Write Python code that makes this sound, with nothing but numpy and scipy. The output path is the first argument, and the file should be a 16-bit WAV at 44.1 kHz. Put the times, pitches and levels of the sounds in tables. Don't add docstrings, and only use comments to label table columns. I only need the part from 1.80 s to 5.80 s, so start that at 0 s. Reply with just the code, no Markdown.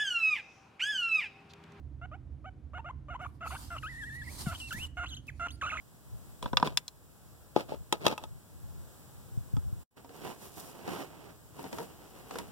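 import sys
import numpy as np
from scipy import signal
from scipy.fft import rfft, irfft
from scipy.io import wavfile
from scipy.ndimage import uniform_filter1d, map_coordinates

SR = 44100
rng = np.random.default_rng(int(sys.argv[2]) if len(sys.argv) > 2 else 0)


def unload_wav(signal):
    wavfile.write(
        sys.argv[1],
        SR,
        np.round(np.clip(np.atleast_2d(signal).T, -1, 1) * 32767).astype(np.int16),
    )


N = 176400
T = np.arange(N) / SR
FREQS = np.fft.rfftfreq(N, 1 / SR)
TOP_HZ = 15900


# start t/s, body length/s, first f/Hz, held f/Hz, last f/Hz, level/dB,
# roughness (0 clear, about 1 all rasp), flick length/s, flick f/Hz, flick level/dB
CHUT_CALLS = [(0.214, 0.046, 678, 699, 730, -47.5, 0.37, 0.0055, 730, -65),
              (0.315, 0.04, 598, 653, 769, -48.5, 0.29, 0.014, 824, -57.5),
              (0.643, 0.05, 611, 763, 741, -47.5, 0, 0.0067, 750, -66),
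              (0.934, 0.049, 609, 724, 707, -45.5, 0.5, 0.025, 915, -41.5),
              (1.044, 0.045, 604, 723, 691, -45.5, 0.25, 0.025, 1043, -40),
              (1.284, 0.055, 583, 746, 621, -45, 0.39, 0.029, 986, -38),
              (1.392, 0.059, 600, 769, 682, -44.5, 0.63, 0.019, 1147, -38.5),
              (1.607, 0.055, 637, 716, 641, -42.5, 0.56, 0.019, 1367, -38),
              (1.704, 0.052, 678, 728, 860, -42.5, 1.04, 0.0175, 1590, -45.5),
              (1.903, 0.067, 679, 690, 581.6, -43, 0.65, 0.023, 2970, -46),
              (2.658, 0.075, 723, 672.4, 709, -42.5, 0.55, 0.033, 3100, -44),
              (3.169, 0.077, 715.4, 682.4, 706, -39, 0.56, 0.033, 2850, -45.5),
              (3.596, 0.075, 677.4, 705, 680, -37.5, 0.37, 0.029, 2970, -49)]

def chuts():
    hold_from, hold_to, flick_rise = .42, .755, .49
    calls = []
    for start, length, first_hz, held_hz, last_hz, db, rough, flick_s, flick_hz, flick_db in CHUT_CALLS:
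        end = start + length
        rise_s = flick_s * flick_rise
        leap = max(np.log2(flick_hz / last_hz) - 1, 0)
        break_db = min(db, flick_db) - 7 * leap
        points = [(start, first_hz, db - 4.5, rough),
                  (start + length * hold_from / 2, first_hz, db, rough ** 2),
                  (start + length * hold_from, held_hz, db, .35 * rough),
                  (start + length * hold_to, (held_hz + last_hz) / 2, db, .35 * rough),
                  (start + length * (1 + hold_to) / 2, last_hz, db, rough),
                  (end, last_hz, db + 1.5, min(1.67 * rough, 1)),
                  (end + rise_s / 2, np.sqrt(last_hz * flick_hz), break_db, min(rough / 2 + leap, 1)),
                  (end + rise_s, flick_hz, flick_db, .18 + leap / 2),
                  (end + flick_s, flick_hz, flick_db, .18)]
        base_db = .65 * (-36.5 - db)
        calls.append((points, base_db))
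    return calls


# t/s, f/Hz, level/dB
WHINE_PATHS = [
    [(2.025, 2056, -51), (2.036, 1247, -40.5), (2.058, 1291, -41.5), (2.1, 2003, -46), (2.137, 1817, -48),
     (2.206, 1894, -44), (2.24, 1644, -40), (2.254, 1815, -48), (2.286, 1912, -43), (2.3, 1673, -45.5),
     (2.368, 1974, -44.5), (2.412, 1900, -46), (2.422, 1640, -41.5), (2.455, 2200, -60.5),
     (2.482, 1882, -42), (2.52, 2650, -67)],
    [(2.8, 3060, -43), (2.82, 2716, -45.5), (2.892, 2696, -51)],
    [(2.907, 1615, -41), (2.922, 1302, -39.5), (2.936, 1654, -41), (2.982, 2010, -46), (2.994, 2604, -48.5),
     (3.036, 2953, -39), (3.059, 2910, -41)],
    [(3.279, 3134, -55), (3.294, 4065, -51), (3.308, 3190, -49.5), (3.341, 2960, -42), (3.359, 4200, -61),
     (3.371, 3030, -45), (3.412, 3310, -72)],
    [(3.479, 2770, -54), (3.488, 2640, -38.5), (3.506, 1420, -51)],
    [(3.704, 2974, -44), (3.725, 4820, -58), (3.763, 4760, -63.5)],
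]
# f/Hz, roughness (0 to 1)
WHINE_ROUGHNESS = [(1300, .13), (1800, .06), (2850, .09), (3200, .4)]

def whines():
    return [([(s, hz, db, at_hz(WHINE_ROUGHNESS, hz)) for s, hz, db in path], 0) for path in WHINE_PATHS]


# t/s, f/Hz, level/dB, roughness (0 to 1)
PROTEST_PATH = [(3.812, 1770, -38, 0.3), (3.821, 1482, -35.5, 0), (3.828, 1040, -34.5, 0.46),
                (3.842, 1323, -34.5, 0.06), (3.86, 1164, -39, .6), (3.876, 1471, -35.5, 0.15),
                (3.893, 1420, -42, 0.55), (3.906, 2774, -37.5, 0.11), (3.922, 1378, -41, 0.76),
                (3.938, 1265, -34, 0.04), (3.947, 1484, -43.5, 0.97), (3.969, 1203, -40.5, 0.46),
                (3.979, 2576, -37.5, 0.26), (3.988, 1967, -41.5, 0.4), (4.005, 2322, -34, 0.01)]

def protest():
    return [(PROTEST_PATH, 0)]


# f/Hz, level/dB
THROAT_SHAPE = [(600, 0.5), (720, -2), (1000, 12), (1370, 7.5), (1600, -12.5), (2100, -8), (2850, -7.5),
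                (3450, -22), (4200, -46), (4900, -50), (7000, -37), (8300, -68.5), (10000, -50),
                (14000, -67)]
# f/Hz, level/dB
OVERTONE_STRENGTH = [(780, 3), (1300, 9.5), (1900, -13), (3000, 4.5)]
# f/Hz, level/dB
BREATH_SHAPE = [(1200, 8.5), (3900, -1.5), (4900, -13.5), (6500, 4.5), (11000, -19), (14000, -58)]

def voice(calls):
    out = np.zeros(N)
    shake, jitter, quiver = wander(380), wander(380), wander(53.3)
    breath = amp(-35) * colour(rng.standard_normal(N), BREATH_SHAPE)
    throat_noise = colour(rng.standard_normal(N), THROAT_SHAPE)
    cut_lows = signal.butter(4, 600, "high", fs=SR, output="sos")
    rasp = unit(signal.sosfilt(cut_lows, np.gradient(throat_noise)))
    k = np.arange(1, 17)[:, None]
    attack_s, release_s = .00089, .0038
    for points, base_db in calls:
        times, *controls = np.array(points).T
        on = (T >= times[0]) & (T < times[-1])
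        t = T[on]
        hz, db, rough = (uniform_filter1d(np.interp(t, times, c), 160, mode="nearest") for c in controls)
        wobbly_hz = hz * (1 + .01754 * quiver[on] + .1 * rough * jitter[on])
        phase = 2 * np.pi * np.cumsum(wobbly_hz) / SR
        bright_db = 3.5 * times[0]
        throat_db = at_hz(THROAT_SHAPE, k * hz) + bright_db * (k * hz > 3585)
        source_db = np.where(k == 1, base_db, at_hz(OVERTONE_STRENGTH, hz))
        gains = amp(throat_db + source_db) * (k * hz < TOP_HZ)
        tone = np.sum(gains * np.sin(k * phase + k ** 2), axis=0)
        tone /= np.sqrt(np.sum(gains ** 2, axis=0) / 2)
        flutter = .6 * (shake[on] + np.cos(phase / 2))
        rasp_mix = np.clip(rough, 0, 1) ** 1.8 * np.minimum(2000 / hz, 1) ** 2
        tone_mix = np.sqrt((1 - rasp_mix ** 2) / (1 + rough ** 2 / 2))
        tone = tone_mix * tone * (1 + rough * flutter) + rasp_mix * rasp[on]
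        hiss = breath[on] * amp(bright_db) * (1 + 2 * rough)
        fade = np.clip(np.minimum((t - times[0]) / attack_s, (times[-1] - t) / release_s), 0, 1)
        out[on] += amp(db) * np.sin(fade * np.pi / 2) ** 2 * (tone + hiss)
    return out


# t/s, left minus right level/dB
VOICE_SIDE = [(1.4, -1), (2.0, 1), (3.2, -2.5)]

def in_cage(sound):
    t, decay_s = T[:SR // 3], .07
    tail = rng.standard_normal((2, len(t))) * np.exp(-t / decay_s) * np.sqrt(2 / (decay_s * SR))
    direct = np.array([delay(sound, seconds=.00009), sound])
    tray_echo = amp(-11) * np.array([delay(sound, seconds=.000788), delay(sound, seconds=.00147)])
    room_echo = amp(-18.5) * signal.fftconvolve(sound[None], tail, axes=1)[:, :N]
    return (direct + tray_echo) * pan(over_time(VOICE_SIDE)) + room_echo


# t/s, level/dB
STROKE_LEVEL = [(1.38, -95), (1.42, -69.5), (1.63, -80), (1.68, -50), (1.85, -48.5), (1.91, -58.5),
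                (2.42, -59.5), (2.59, -44), (2.87, -55.5), (2.93, -47.5), (2.97, -50), (3.07, -51.5),
                (3.083, -73), (4, -71.5)]
# f/Hz, level/dB
FUR_SHAPE = [(260, -1), (450, -13), (950, -3), (1500, -15.5), (2550, -13.5), (4500, -8), (6600, -11),
             (8700, -8.5), (12000, -12), (16100, -24)]

def fur():
    rubbing = shifting_resonances(noise_pair(likeness=.068))
    grain_db = wander(885) + 1.93 * wander(17)
    hairs = colour(rubbing * amp(grain_db), FUR_SHAPE)
    return pan(-1.5) * hairs * amp(over_time(STROKE_LEVEL))


def shifting_resonances(noise, depth_db=2.8, width_hz=500, span_s=.08):
    f, t, spectrum = signal.stft(noise, SR, nperseg=512)
    swell = rng.standard_normal(spectrum.shape[-2:])
    for _ in range(2):
        swell = uniform_filter1d(swell, round(width_hz / f[1]), axis=0)
        swell = uniform_filter1d(swell, round(span_s / t[1]), axis=1)
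    return signal.istft(spectrum * amp(depth_db * unit(swell)), SR)[1][:, :N]


# t/s, level/dB, fade time/s
SCRATCHES = [(1.847, -52, 0.0032), (2.927, -39.5, 0.012), (3.468, -58.5, 0.024)]
# f/Hz, level/dB
SCRATCH_SHAPE = [(1500, -15), (12000, -15.5)]

def scratches():
    bursts = sum(amp(db) * (T >= s) * np.exp(-np.abs(T - s) / decay) for s, db, decay in SCRATCHES)
    return pan(-1.5) * bursts * colour(noise_pair(likeness=.068), SCRATCH_SHAPE)


# t/s, level/dB
TRAY_BUMPS = [(2.668, -17), (2.946, -31)]
# f/Hz, level/dB added to the bump's, fade time/s
TRAY_NOTES = [(91.7, -17, 0.056), (152, 12, 0.0048), (191, -1, 0.0072)]

def tray(rise_s=.012):
    out = np.zeros(N)
    for start, bump_db in TRAY_BUMPS:
        t = np.maximum(T - start, 0)
        ring = sum(amp(db) * np.exp(-t / decay) * np.cos(2 * np.pi * hz * t)
                   for hz, db, decay in TRAY_NOTES)
        out -= amp(bump_db) * (1 - np.exp(-t / rise_s)) * ring
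    return out * pan(3.5)


# f/Hz, level/dB
RUMBLE_SHAPE = [(21, -72), (36, -30), (52, -5), (75, -12), (98, -9.5), (135, -7.5), (172, -24.5),
                (295, -18.5), (385, -33), (12400, -74), (16100, -109)]
# f/Hz, left minus right level/dB
RUMBLE_SIDE = [(70, -6.5), (1000, 1.5)]

def room():
    rumble = colour(noise_pair(likeness=.82), RUMBLE_SHAPE)
    rumble = irfft(rfft(rumble) * pan(at_hz(RUMBLE_SIDE, FREQS)), N)
    hum = pan(-8.5) * wander(7, centre_hz=73.5)
    return amp(-50) * rumble + amp(-50.5) * hum


def amp(db):
    return 10 ** (np.asarray(db) / 20)


def unit(x):
    return x / np.sqrt(np.mean(x ** 2))


def at_hz(table, hz):
    f, value = np.array(table, float).T
    return np.interp(np.log(np.maximum(hz, 1)), np.log(f), value)


def over_time(table):
    return np.interp(T, *np.array(table).T)


def colour(x, table):
    return unit(irfft(rfft(x) * amp(at_hz(table, FREQS)), N))


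def wander(hz, centre_hz=0):
    return unit(irfft(rfft(rng.standard_normal(N)) / (1 + ((FREQS - centre_hz) / hz) ** 4), N))


def pan(db):
    return amp(np.array([[.5], [-.5]]) * db)


def delay(x, seconds):
    return map_coordinates(x, [(T - seconds) * SR])


def noise_pair(likeness):
    mid, side = rng.standard_normal((2, N))
    return np.sqrt(1 + likeness) * mid + np.sqrt(1 - likeness) * side * np.array([[1], [-1]])


def scene():
    guinea_pig = voice(chuts() + whines() + protest())
    return in_cage(guinea_pig) + fur() + scratches() + tray() + room()


def record(dry):
    return signal.sosfilt(signal.ellip(10, .2, 80, TOP_HZ, fs=SR, output="sos"), dry)


dry = scene()
out = record(dry)
unload_wav(out)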